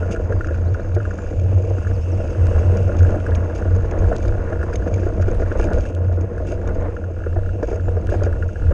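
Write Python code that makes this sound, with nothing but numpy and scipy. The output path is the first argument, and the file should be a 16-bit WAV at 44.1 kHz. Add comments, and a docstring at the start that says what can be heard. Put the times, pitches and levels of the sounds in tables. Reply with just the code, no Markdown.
"""A gravel trail in a wood, ridden on a mountain bike that carries a camera in a closed housing.
The mount shudders as a wavering low tone plus resonant noise; wind thumps as low filtered noise.
Stones jolt the frame, a loose part rattles, the chain jingles and slaps, grit crunches and pings:
short contacts and noise driving banks of resonances. Air hisses through the housing's resonances.
Small birds sing faintly as gliding sines."""
import sys
import numpy as np
from scipy import signal
from scipy.io import wavfile
from scipy.ndimage import uniform_filter1d

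SR = 44100
rng = np.random.default_rng(int(sys.argv[2]) if len(sys.argv) > 2 else 0)


def gain_from_db(level_db):
    """Turn a decibel level (scalar or array-like) into a linear amplitude factor."""
    decades = np.asarray(level_db, float) / 20
    return 10 ** decades


def master_out(mix):
    """Clip the mix to full scale and print it as 16-bit PCM to the path in sys.argv[1]."""
    frames = np.transpose(np.atleast_2d(mix))
    ceiling = np.clip(frames, -1, 1)
    pcm = np.round(ceiling * 32767).astype(np.int16)
    wavfile.write(sys.argv[1], SR, pcm)


N = 384993
TIME = np.arange(N) / SR

# swing of the mount: [start_s, relative_level_db]
MOUNT_SWING = [(0.0, -21), (0.73, -20), (0.77, -30), (0.97, -17), (1.21, -28.5), (1.58, -13.5), (1.63, -21),
               (2.62, -17.5), (7.02, -25), (7.21, -29), (7.48, -15.5), (7.7, -37), (7.77, -18),
               (8.48, -23.5), (8.55, -31.5), (8.67, -16.5), (8.72, -18)]
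# ride as felt: [start_s, frame_rumble_relative_db, wind_thump_relative_db]
RIDE = [(0, -27, -28.5), (0.45, -31, -27.5), (1.3, -32, -30), (1.5, -27, -26.5), (2.05, -32.5, -31),
        (2.5, -26, -21), (2.9, -25.5, -22), (3.85, -28.5, -26.5), (4.12, -26, -19), (4.35, -27.5, -24),
        (5.15, -29, -25.5), (5.4, -27.5, -19), (5.78, -25.5, -18.5), (5.95, -30.5, -35), (6.45, -32, -25.5),
        (6.8, -28, -25), (7.12, -35, -29), (7.4, -33.5, -24.5), (7.9, -34, -27), (8.2, -26.5, -19),
        (8.56, -34.5, -29.5), (8.73, -25.5, -19.5)]
# stones jolting the frame: [start_s, peak_db]
JOLT_EVENTS = [(0.317, -16), (0.506, -17), (0.696, -23), (0.963, -13), (2.198, -17), (2.891, -13),
               (3.092, -18.5), (3.141, -14.5), (3.496, -19), (3.61, -22), (4.114, -11), (4.521, -16),
               (5.013, -23), (5.028, -17.5), (5.063, -12), (5.079, -19), (5.195, -15.5), (5.279, -13.5),
               (5.311, -19), (5.397, -16), (5.419, -12), (5.514, -18), (5.553, -18), (5.596, -11.5),
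               (5.712, -13.5), (6.521, -17), (6.706, -19), (7.262, -14.5), (7.362, -15), (7.627, -10.5),
               (7.682, -20), (7.712, -16), (7.727, -15), (7.757, -20.5), (7.881, -17.5), (7.966, -16),
               (8.086, -21), (8.119, -12), (8.139, -13), (8.218, -13), (8.263, -12.5), (8.707, -16.5)]
# loose part knocking: [start_s, peak_db]
KNOCK_EVENTS = [(0.0287, -26), (0.0772, -33), (0.106, -31), (0.16, -23.5), (0.323, -21), (0.4075, -20.5),
                (0.4439, -21), (0.4846, -25), (0.5452, -32), (0.7446, -23), (0.7972, -31), (0.8435, -34),
                (1.0013, -26), (1.0518, -22.5), (1.1079, -25), (1.186, -26), (1.7822, -29), (1.8266, -34.5),
                (1.8475, -29), (1.8682, -24.5), (1.9109, -33.5), (2.6357, -35), (3.0473, -24),
                (3.0896, -30), (3.1782, -36), (3.2635, -20.5), (3.3178, -25.5), (3.3577, -36), (3.623, -25),
                (3.7977, -35), (4.0422, -27.5), (4.125, -22), (4.2502, -26.5), (4.2906, -30.5),
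                (4.4727, -32), (4.5257, -26.5), (4.6105, -27), (4.6285, -21), (4.7289, -24.5),
                (4.8214, -28), (4.8735, -29), (4.9796, -31), (5.2246, -24), (5.4605, -29), (5.5152, -22),
                (5.5974, -23), (5.6294, -26.5), (5.7262, -25), (5.8524, -27), (6.0377, -42), (6.3789, -27),
                (6.4505, -35.5), (6.6146, -34), (6.687, -28.5), (6.9651, -26), (7.0384, -30), (7.203, -38),
                (7.2188, -35), (7.2362, -29), (7.2609, -35), (7.3275, -34), (7.3604, -35), (7.3894, -35),
                (7.4325, -34.5), (7.46, -32), (7.4905, -29.5), (7.6294, -35), (7.7965, -30),
                (7.8838, -28.5), (8.0895, -28.5), (8.326, -26), (8.3596, -35), (8.4238, -23),
                (8.4885, -30.5), (8.5565, -29)]
# quieter stretch of the loose part's rattle: [start_s, gain_db]
PART_GAIN = [(1.2, 1), (1.35, -3.5), (2.7, -3), (3.6, 0.5)]
# chain slapping: [start_s, peak_db]
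SLAP_EVENTS = [(0.4686, -34.5), (0.74, -38.5), (0.9484, -34.5), (2.9887, -32), (3.028, -31),
               (3.3523, -28.5), (3.5587, -33), (3.91, -32), (4.226, -35), (4.2796, -31), (4.7555, -23),
               (4.9385, -26), (5.3113, -35.5), (5.594, -31.5), (5.6397, -29), (5.8057, -33),
               (6.2088, -35.5), (6.6736, -33), (7.629, -36), (8.2333, -30.5)]
# grit pinging off the housing: [start_s, peak_db]
PING_EVENTS = [(0.9463, -35), (2.4691, -28.5), (3.027, -43), (3.09, -41.5), (3.157, -41.5), (3.202, -36),
               (3.309, -36), (3.334, -37.5), (3.3504, -25.5), (4.1556, -38), (4.1652, -26), (5.3487, -35.5),
               (5.7337, -27), (5.8556, -34), (5.95, -31), (7.808, -41.5), (8.0704, -29), (8.099, -33.5),
               (8.141, -34)]
# tyres crunching through loose stones: [start_s, length_s, relative_level_db]
CRUNCH_EVENTS = [(0.107, 0.046, -42.5), (0.721, 0.03, -57.5), (2.984, 0.024, -44.5), (3.546, 0.064, -46),
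                 (4.733, 0.021, -42), (4.872, 0.02, -46.5), (5.211, 0.023, -42.5), (5.393, 0.051, -49.5),
                 (4.906, 0.22, -55), (5.27, 0.029, -52), (5.58, 0.1, -46.5), (5.716, 0.2, -52),
                 (6.455, 0.11, -48), (7.624, 0.04, -53.5), (7.67, 0.11, -48), (8.094, 0.082, -49.5),
                 (8.223, 0.061, -49)]
# airflow hiss: [start_s, relative_level_db]
AIR_LEVEL = [(0.0, -53), (0.17, -67), (0.82, -62.5), (2.6, -50.5), (3.65, -59.5), (5.74, -60),
             (5.91, -60.5), (6.22, -64.5), (8.73, -58)]

# resonances of the frame: [centre_hz, width_hz, relative_level_db]
FRAME_MODES = [(153, 50, -5.5), (199.5, 21.6, 2), (297.7, 65.4, -0.5), (349.7, 45, 1.5), (468.6, 40.6, 4),
               (572.5, 95.6, 0), (645, 93, -1.5)]
# resonances of the loose part: [centre_hz, width_hz, relative_level_db]
PART_MODES = [(1255, 190, -12), (1440, 75, 5), (1620, 85, -1)]
# resonances of the tyre: [centre_hz, width_hz, relative_level_db]
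TYRE_MODES = [(974, 400, 7.5), (2120, 550, -9.5)]
# resonances of the housing: [centre_hz, width_hz, relative_level_db]
HOUSING_MODES = [(2100, 250, -3), (2696, 210, 14.5), (3780, 400, -19), (5180, 1900, -5), (6560, 220, 4.5),
                 (7560, 700, -8), (9300, 1300, -39.5)]
# resonances of the chain: [centre_hz, width_hz, relative_level_db]
CHAIN_MODES = [(2343, 200, 3.5), (3720, 830, -13), (4920, 260, -4.5), (5670, 66, -4), (6404, 130, 3.5),
               (7040, 230, -8), (8300, 390, -35)]
# resonances of the housing's shell when pinged: [centre_hz, width_hz, relative_level_db]
SHELL_MODES = [(2920, 910, 10), (6500, 9600, -5.5), (11000, 1600, -30)]

# shapes of bird notes: (length_s, start_hz, end_hz, bend); bend under 1 glides early, over 1 late
SLUR, RISE, FALL = (.1, 5300, 4550, .4), (.048, 3750, 5300, 2.1), (.037, 5950, 4250, .75)
FLICK, DROOP, HIGH_FALL = (.04, 5150, 5900, 2.4), (.1, 7100, 6000, 6), (.04, 6200, 4500, .85)
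# bird notes: [start_s, shape, relative_level_db]
BIRD_NOTES = [(.335, SLUR, -63), (.519, RISE, -60), (.654, RISE, -56), (.787, RISE, -59), (.923, RISE, -59),
              (1.035, DROOP, -72), (1.175, DROOP, -66), (1.3, DROOP, -71), (1.6, DROOP, -73),
              (1.75, DROOP, -71), (1.933, FALL, -56), (2.005, FLICK, -59), (2.114, HIGH_FALL, -54),
              (2.19, FLICK, -61), (2.31, FALL, -58), (7.82, DROOP, -69), (7.96, (.055, 5800, 4100, 1), -65)]

MOUNT_HZ, SAG_HZ_PER_DB, USUAL_SWING_DB = 88.34, 0.17, -22
USUAL_RUMBLE_DB, RATTLE_REF_DB, RATTLE_DB_PER_RUMBLE_DB = -29, -45, 1.46
TAP_BAND_HZ = (1200, 1800)


def curves(table):
    """Columns of a table joined by straight lines in time."""
    start_s, *columns = np.transpose(table)
    return [np.interp(TIME, start_s, column) for column in columns]


def unit(x):
    """Scale to rms 1."""
    return x / np.sqrt(np.mean(x ** 2))


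def walk(rate_hz):
    """Random levels held 1 / rate_hz s, slewed twice; rms 1."""
    hold = int(SR / rate_hz)
    steps = np.repeat(rng.standard_normal(N // hold + 1), hold)
    slewed = uniform_filter1d(uniform_filter1d(steps, hold), hold)
    return unit(slewed[:N])


def ring(x, modes, soft_hz=None, notched=False):
    """Sum of two-pole resonances; a soft contact drives only below soft_hz, or inside it if a band."""
    if soft_hz:
        kind = "band" if np.ndim(soft_hz) else "low"
        x = signal.sosfilt(signal.butter(4, soft_hz, kind, fs=SR, output="sos"), x)
    out = 0
    for k, (hz, width_hz, db) in enumerate(modes):
        b, a = signal.iirpeak(hz, hz / width_hz, SR)
        # neighbours in phase leave notches between them; opposed ones fill the gaps
        sign = 1 if notched else (-1) ** k
        out = out + sign * gain_from_db(db) * signal.lfilter(b, a, x)
    return out


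def shaken(modes, force, patchy_db, **body):
    """Modes driven by noise of the given strength with a patchy level; rms 1."""
    drive = force * gain_from_db(patchy_db * walk(14)) * rng.standard_normal(N)
    return unit(ring(drive, modes, **body))


def stones(per_s, spread_db, contact_ms, scatter=None):
    """Force of short unequal contacts, at random or, with scatter, at a loosely kept rate; rms 1."""
    hits = rng.random(N) < per_s / SR
    if scatter:
        gaps = SR / per_s * np.exp(scatter * rng.standard_normal(N // 100))
        hits = np.isin(np.arange(N), np.cumsum(gaps).astype(int))
    hits = hits * gain_from_db(spread_db * rng.exponential(size=N).clip(0, 3))
    decay = np.exp(-1000 / (contact_ms * SR))
    return unit(signal.lfilter([1], [1, -2 * decay, decay ** 2], hits))


def blows(events, modes, rise_ms, contact_ms, vary_db, strike=0.19, **body):
    """Each blow is a first strike of the given weight plus contact chatter that builds and dies."""
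    size = 4096
    out, ms = np.zeros(N + size), np.arange(size) / SR * 1000
    push = (1 - np.exp(-ms / rise_ms)) ** 2 * np.exp(-ms / contact_ms)
    first = strike * np.sqrt(SR / 1000 * rise_ms) * (ms == 0)
    chance = rng.standard_normal((len(events), size + len(modes)))
    for (start_s, peak_db), noise in zip(events, chance):
        # each lands at its own spot, so the modes share it differently
        struck = [(hz, width_hz, db + vary_db * c) for (hz, width_hz, db), c in zip(modes, noise[size:])]
        sound = ring(noise[:size] * push + first, struck, **body)
        i = int(start_s * SR)
        out[i:i + size] += gain_from_db(peak_db) * sound / np.abs(sound).max()
    return out[:N]


def mount(level_db):
    """The mount swings at a wavering pitch, lower on wide swings; fresh kicks blur it."""
    hz = MOUNT_HZ - SAG_HZ_PER_DB * (level_db - USUAL_SWING_DB)
    phase = 2 * np.pi * np.cumsum(hz * (1 + 0.0521 * walk(25))) / SR
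    swing = np.sqrt(2) * np.sin(phase)
    kicks = ring(rng.standard_normal(N), [(89.2, 25.0, 0)])
    kicks = unit(ring(kicks, [(81.7, 47.5, 0)]))
    buffeting = gain_from_db(level_db - 1.37 + 2.6 * walk(11))
    return buffeting * (swing * gain_from_db(1.3 * walk(18)) + 0.65 * kicks)


def wind(level_db):
    """Slow eddies thump the housing: noise through two low resonances."""
    thump = ring(rng.standard_normal(N), [(20.9, 12.8, -0.53), (57.2, 15.0, -0.17)])
    return gain_from_db(level_db + 2.0 * walk(13)) * unit(thump)


def frame_rumble(level_db, ground):
    """Stones and steady rolling drive the frame's modes through a soft contact."""
    return gain_from_db(level_db + 0.6 * walk(13)) * shaken(FRAME_MODES, ground + 1.18, 0.51, soft_hz=940)


def jolts():
    """Single stones strike the upper frame modes; each also shakes the loose part."""
    frame = blows(JOLT_EVENTS, FRAME_MODES[3:], 0.53, 6.9, 2.5, strike=1.8, soft_hz=970)
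    part = blows(JOLT_EVENTS, PART_MODES, 0.84, 8.1, 7.2, soft_hz=1690, notched=True)
    return frame + gain_from_db(-16.5) * part


def loose_part(level_db, ground):
    """The stones that shake the frame scrape the loose part; it also bounces at a loosely kept rate."""
    level_db = level_db + curves(PART_GAIN)[0]
    scrape = shaken(PART_MODES, ground + 0.34, 1.2, soft_hz=1660, notched=True)
    taps = stones(per_s=42, spread_db=2.3, contact_ms=0.06, scatter=0.4) * gain_from_db(3.3 * walk(9))
    bounces = unit(ring(taps, PART_MODES, soft_hz=TAP_BAND_HZ, notched=True))
    return gain_from_db(level_db) * (0.4 * scrape + gain_from_db(-4.0) * bounces)


def knocks():
    """Single knocks ring the loose part; each also shakes the housing."""
    part = blows(KNOCK_EVENTS, PART_MODES, 0.71, 2.8, 3.7, strike=1.5, soft_hz=TAP_BAND_HZ, notched=True)
    housing = blows(KNOCK_EVENTS, HOUSING_MODES, 0.86, 6.0, 5.2)
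    return part + gain_from_db(-20.5) * housing


def tyre_roll(level_db, ground):
    """Steady rolling and stones drive the tyre's modes."""
    return gain_from_db(level_db - 1.0) * shaken(TYRE_MODES, 0.5 * ground + 1, 2.44, soft_hz=2410)


def chain_jingle(level_db):
    """Random link contacts ring the chain, more on rougher ground."""
    contacts = stones(per_s=41, spread_db=2.2, contact_ms=1.2) + 0.13
    return gain_from_db(level_db - 17.0) * shaken(CHAIN_MODES, contacts, 3.4)


def chain_slaps():
    """The chain slaps: contact chatter without a first strike."""
    return blows(SLAP_EVENTS, CHAIN_MODES, rise_ms=1.5, contact_ms=1.8, vary_db=1.0, strike=0)


def grit_pings():
    """Grit meets the housing's shell in very short, hard contacts."""
    return blows(PING_EVENTS, SHELL_MODES, rise_ms=0.071, contact_ms=0.14, vary_db=6.0)


def crunches():
    """Bursts of dense grit that ring housing and chain."""
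    strength = 0
    for start_s, length_s, db in CRUNCH_EVENTS:
        corners_s = start_s + length_s * np.array([0, 0.067, 0.7, 1])
        # the end values hold outside the burst as a faint trace
        strength = strength + gain_from_db(db) * np.interp(TIME, corners_s, [0.0098, 0.36, 0.35, 0.003])
    grit = stones(per_s=680, spread_db=3.5, contact_ms=1.0) + 0.4
    return strength * (shaken(HOUSING_MODES, grit, 3.2) + gain_from_db(4.0) * shaken(CHAIN_MODES, grit, 0.84))


def airflow(level_db):
    """Smooth air hiss, coloured by the housing."""
    return gain_from_db(level_db + 0.92 * walk(20)) * unit(ring(rng.standard_normal(N), HOUSING_MODES))


def birds():
    """Thin, slightly fluttering whistles that glide along a curved path, louder when high."""
    out = np.zeros(N)
    for start_s, (length_s, start_hz, end_hz, bend), db in BIRD_NOTES:
        u = np.linspace(0, 1, int(length_s * SR))
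        pitch_hz = start_hz + (end_hz - start_hz) * u ** bend
        level = gain_from_db(db) * (pitch_hz / 5200) ** 2.5
        fade = np.sin(np.pi * u) ** 0.17
        whistle = np.sqrt(2) * np.sin(2 * np.pi * np.cumsum(pitch_hz) / SR)
        i = int(start_s * SR)
        out[i:i + len(u)] += level * fade * whistle
    return out * gain_from_db(2.2 * walk(300) - 3)


def scene():
    """Sum of all sources in mono; rumble sets the level of rattle, tyre and jingle."""
    rumble_db, wind_db = curves(RIDE)
    rattle_db = RATTLE_REF_DB + RATTLE_DB_PER_RUMBLE_DB * (rumble_db - USUAL_RUMBLE_DB)
    ground = stones(per_s=110, spread_db=1.0, contact_ms=1.93)
    mix = mount(*curves(MOUNT_SWING)) + wind(wind_db)
    mix += frame_rumble(rumble_db, ground) + jolts()
    mix += loose_part(rattle_db, ground) + knocks()
    mix += tyre_roll(rattle_db, ground)
    mix += chain_jingle(rattle_db) + chain_slaps()
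    mix += grit_pings() + crunches()
    mix += airflow(*curves(AIR_LEVEL)) + birds()
    return mix[None]


def band_limit(x):
    """A steep low-pass at the top of the band."""
    return signal.sosfilt(signal.butter(12, 11440, fs=SR, output="sos"), x)


def record(dry):
    """The camera rounds the loudest peaks and dulls the top; the last few milliseconds fade out."""
    rounded = np.tanh(1.087 * dry) / 1.068
    dulled = signal.sosfilt(signal.butter(6, 10190, fs=SR, output="sos"), rounded)
    fade = np.clip((TIME[-1] - TIME) / 0.0041, 0, 1)
    return band_limit(dulled * fade)


dry = scene()
out = record(dry)
master_out(out)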